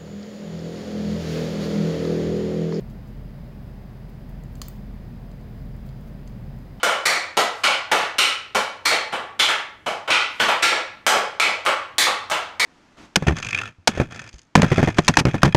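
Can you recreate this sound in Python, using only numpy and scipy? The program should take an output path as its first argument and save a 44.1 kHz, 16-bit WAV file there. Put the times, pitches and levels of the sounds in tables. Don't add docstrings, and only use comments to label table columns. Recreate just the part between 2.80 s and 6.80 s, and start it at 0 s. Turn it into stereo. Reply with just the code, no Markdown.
import sys
import numpy as np
from scipy import signal
from scipy.fft import rfft, irfft
from scipy.io import wavfile

SR = 44100
rng = np.random.default_rng(int(sys.argv[2]) if len(sys.argv) > 2 else 0)


def transcribe(signal):
    frames = np.atleast_2d(signal).T
    limited = np.clip(frames, -1, 1)
    pcm = np.round(limited * 32767).astype(np.int16)
    wavfile.write(sys.argv[1], SR, pcm)


N = 176400
TILT_PIVOT_HZ = 6000


def strap_knocks():
    # start in seconds, level in dB, tilt in dB per octave.
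    knocks = [(0.1000, -29.5, 8), (0.2752, -34, 9), (1.6368, -26, 10), (1.7542, -20, 6), (1.8166, 2, 3),
              (1.8183, -4, 1), (2.5150, -27, 0), (2.6122, -32, 5), (3.0902, -24.5, -2), (3.4758, -20, 1),
              (3.7872, -31, 8)]
    # frequency in Hz, level in dB, t60 in seconds, left minus right in dB.
    frame_modes = [(770, 1, .014, 6), (1125, 1.5, 0.011, 1), (1970, -6, .010, 11), (2630, -0.5, 0.0084, -4),
                   (3160, -3, 0.011, 14), (3670, 2, 0.011, -3), (4320, 1, 0.013, 17),
                   (5000, 6.5, 0.01, 6.5), (6300, 3.5, 0.0063, -4.5), (6880, 6.5, 0.016, -1),
                   (7340, 0, 0.0074, -7.5), (9900, -14.5, 0.0017, 7.5), (12600, -16, .003, 3),
                   (15300, -10, 0.0045, 4)]
    return struck(knocks, frame_modes)


def pin_ticks():
    # start in seconds, level in dB, tilt in dB per octave.
    ticks = [(1.4930, -25, -1), (1.7540, -21, -6), (1.8832, -0.5, 1.5), (1.8840, -12.5, 2),
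             (2.9650, -25, -2), (3.0640, -26, -2), (3.2108, -24, -1)]
    # frequency in Hz, level in dB, t60 in seconds, left minus right in dB.
    pin_modes = [(1090, -8, 0.0055, 8), (2620, -15, .005, 2), (4650, -17, 0.0055, 7), (7000, -7, .006, -10),
                 (8250, -8.5, 0.0071, 8.5), (9600, -13, 0.0068, 10), (10450, -17, .006, 10),
                 (12300, -10, .005, 2), (13500, -2.5, .006, 2), (14400, -2, .005, -2),
                 (15500, -3, .007, 12)]
    return struck(ticks, pin_modes)


def struck(hits, modes, scatter_db=2, right_lag_s=.00008):
    start_s, hit_db, tilt_db = np.transpose(hits)
    out = np.zeros((2, N))
    for k, (hz, mode_db, t60_s, pan_db) in enumerate(modes):
        level_db = hit_db + mode_db + tilt_db * np.log2(hz / TILT_PIVOT_HZ)
        level_db += scatter_db * rng.standard_normal(len(hits))
        clicks = np.zeros(N)
        clicks[(start_s * SR).astype(int)] = from_db(level_db)
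        out += (-1) ** k * pan(pan_db) * resonate(clicks, hz, t60_s)
    return np.array([out[0], np.roll(out[1], round(right_lag_s * SR))])


def resonate(x, hz, t60_s):
    radius = from_db(-60 / (t60_s * SR))
    b = np.array([1, 0, -1]) * (1 - radius ** 2) / 2
    a = [1, -2 * radius * np.cos(2 * np.pi * hz / SR), radius ** 2]
    return signal.lfilter(b, a, x + 1e-18 * rng.standard_normal(N))


def strap_rubs(grains_per_s=6000, spread_db=3, pan_db=6):
    # centre and half length in seconds, relative level in dB, treble tilt in dB per octave.
    rubs = [(0.007, 0.011, -56, -4), (0.106, .008, -55, -3), (0.13, .018, -63, 2), (0.285, .015, -59, -2),
            (1.296, .009, -58, 0), (1.498, .009, -57, -3), (1.73, .010, -60.5, 0), (1.78, 0.025, -57, 1),
            (1.9, .003, -57, 3), (1.966, .008, -56, 6), (2.80, .09, -64, 5), (3.062, 0.011, -54, 1),
            (3.084, .014, -58, -3), (3.28, .018, -60, -5), (3.24, 0.057, -64, 0), (3.49, .018, -62, -2),
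            (3.77, .02, -63, -2)]
    # frequency in Hz, gain in dB.
    colour = [(2000, -3), (4500, 0), (7000, -4), (10000, -5), (13000, 2), (15500, 3.5)]
    t, hz, out = np.arange(N) / SR, bins(N), 0
    grains = (rng.random(N) < grains_per_s / SR) * rng.choice([-1, 1], N)
    grain_db = spread_db * np.minimum(rng.exponential(1, N), 4)
    spectrum = rfft(rms_one(grains * from_db(grain_db))) * from_db(at_hz(colour, hz))
    for centre_s, half_s, db, tilt_db in rubs:
        tilt = from_db(tilt_db * np.log2(1 + hz / TILT_PIVOT_HZ))
        slip = rms_one(irfft(spectrum * tilt, N))
        push = np.exp(-((t - centre_s) / half_s) ** 2) / 2
        out += from_db(db) * push * slip
    return pan(pan_db) * out


def room(x, desk_db=-8.5, desk_decay_s=0.0019, build_s=0.0037):
    # band centre in Hz, level in dB, t60 in seconds.
    bands = [(800, -10, 0.31), (2000, -5.5, 0.46), (4500, -11, 0.44), (6670, -14.5, .38),
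             (10000, -10, 0.41), (14500, -11, .32)]
    size = SR // 2
    t, hz = np.arange(size) / SR, bins(size)
    log_centres = np.log([row[0] for row in bands])
    noise = rfft(rng.standard_normal((2, size)))
    scatter = rng.standard_normal((2, size)) * np.exp(-t / desk_decay_s) * t
    response = from_db(desk_db) * rms_one(scatter)
    for share, (_, db, t60_s) in zip(np.eye(len(bands)), bands):
        fade = rms_one(from_db(-60 * t / t60_s) * (1 - np.exp(-t / build_s)))
        band = irfft(noise * np.interp(np.log(hz), log_centres, share), size)
        response += from_db(db) * fade * band
    return signal.fftconvolve(x, response / np.sqrt(size), axes=1)[:, :N]


def fan_air(mid_db=-39):
    # frequency in Hz, relative spectral density in dB.
    colour = [(25, -20), (52, -9.5), (64, -6.5), (82, -6), (98, -11.5), (118, 0.5), (135, -3), (176, -6),
              (213, -6), (312, -19), (460, -21.5), (503, -23), (600, -22.5), (1110, -32), (1300, -34.5),
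              (1900, -34.5), (2740, -41.5), (4300, -45.5), (4750, -45), (5000, -43), (5300, -50),
              (8440, -57), (14600, -51.5), (15700, -50)]
    # frequency in Hz, side minus mid in dB.
    width = [(60, -6.5), (120, -16), (240, -9), (480, -6.5), (950, 3), (1890, 1), (3770, 1), (7520, 0),
             (15000, 1)]
    # frequency in Hz, left minus right in dB.
    balance = [(60, 1.5), (180, 1.5), (550, 1.5), (1650, 2), (4970, 1.5), (15000, 3.5)]
    hz = bins(N)
    mid, side = rfft(rng.standard_normal((2, N))) * from_db(at_hz(colour, hz))
    side *= from_db(at_hz(width, hz))
    stereo = np.array([mid + side, mid - side]) * pan(at_hz(balance, hz))
    return from_db(mid_db) * irfft(stereo, N) / np.std(irfft(mid, N))


def fan_hum(rumble_db=-54, rumble_band_hz=(6.6, 44.7), pan_db=1.3):
    # frequency in Hz, level in dB, waver share from 0 to 1, half the drift corner in Hz.
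    tones = [(42.75, -40.5, .3, 4.1), (72.1, -49.5, 0.71, 4.2), (134.7, -47, 0.88, 4.3),
             (211.9, -54, 0.937, 3.0), (583, -67, 0.69, 5), (920, -76.5, 0.83, 5.4),
             (4950, -82.5, 0.72, 8.9), (5120, -87.5, 0.91, 10.0)]
    t = np.arange(N) / SR
    bandpass = signal.butter(2, rumble_band_hz, "band", fs=SR, output="sos")
    out = from_db(rumble_db) * rms_one(signal.sosfilt(bandpass, rng.standard_normal(N)))
    for hz, db, waver, waver_hz in tones:
        wander = (drift(2 * waver_hz) + 1j * drift(2 * waver_hz)) / np.sqrt(2)
        swing = np.sqrt(1 - waver ** 2) + waver * wander
        carrier = np.exp(2j * np.pi * (hz * t + rng.random()))
        out += from_db(db) * rms_one(np.real(swing * carrier))
    return pan(pan_db) * out


def bass_swell(x, edge_hz=220, depth=0.88):
    # time in seconds, level in dB; depth scales its swing about the mean.
    contour = [(0.0, -36.5), (0.07, -36.5), (0.3, -40), (0.38, -35.5), (1.12, -40.5), (1.78, -35),
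               (1.9, -39.5), (1.98, -35), (2.73, -38), (2.81, -32.5), (3.22, -37), (3.46, -35),
               (3.99, -38.5), (4.0, -38)]
    time_s, db = np.transpose(contour)
    bass = irfft(rfft(x) / (1 + (bins(N) / edge_hz) ** 4), N)
    gain_db = depth * np.interp(np.arange(N) / SR, time_s, db - db.mean())
    return x + bass * (from_db(gain_db) - 1)


def drift(corner_hz):
    return rms_one(irfft(rfft(rng.standard_normal(N)) / (1 + (bins(N) / corner_hz) ** 2) ** 2, N))


def from_db(db):
    return 10 ** (np.asarray(db) / 20)


def rms_one(x):
    return x / np.sqrt(np.mean(x ** 2) + 1e-20)


def at_hz(points, hz):
    points_hz, values = np.transpose(points)
    return np.interp(np.log(hz), np.log(points_hz), values)


def bins(size):
    return np.maximum(np.fft.rfftfreq(size, 1 / SR), 1)


def pan(db):
    return from_db(np.array([[.5], [-.5]]) * db)


def scene():
    fan = bass_swell(fan_air() + fan_hum())
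    watch = strap_knocks() + pin_ticks() + strap_rubs()
    return watch + room(watch) + fan


def record(dry):
    cutoff_hz = 15900
    return signal.sosfilt(signal.ellip(12, .2, 90, cutoff_hz, fs=SR, output="sos"), dry)


dry = scene()
out = record(dry)
transcribe(out)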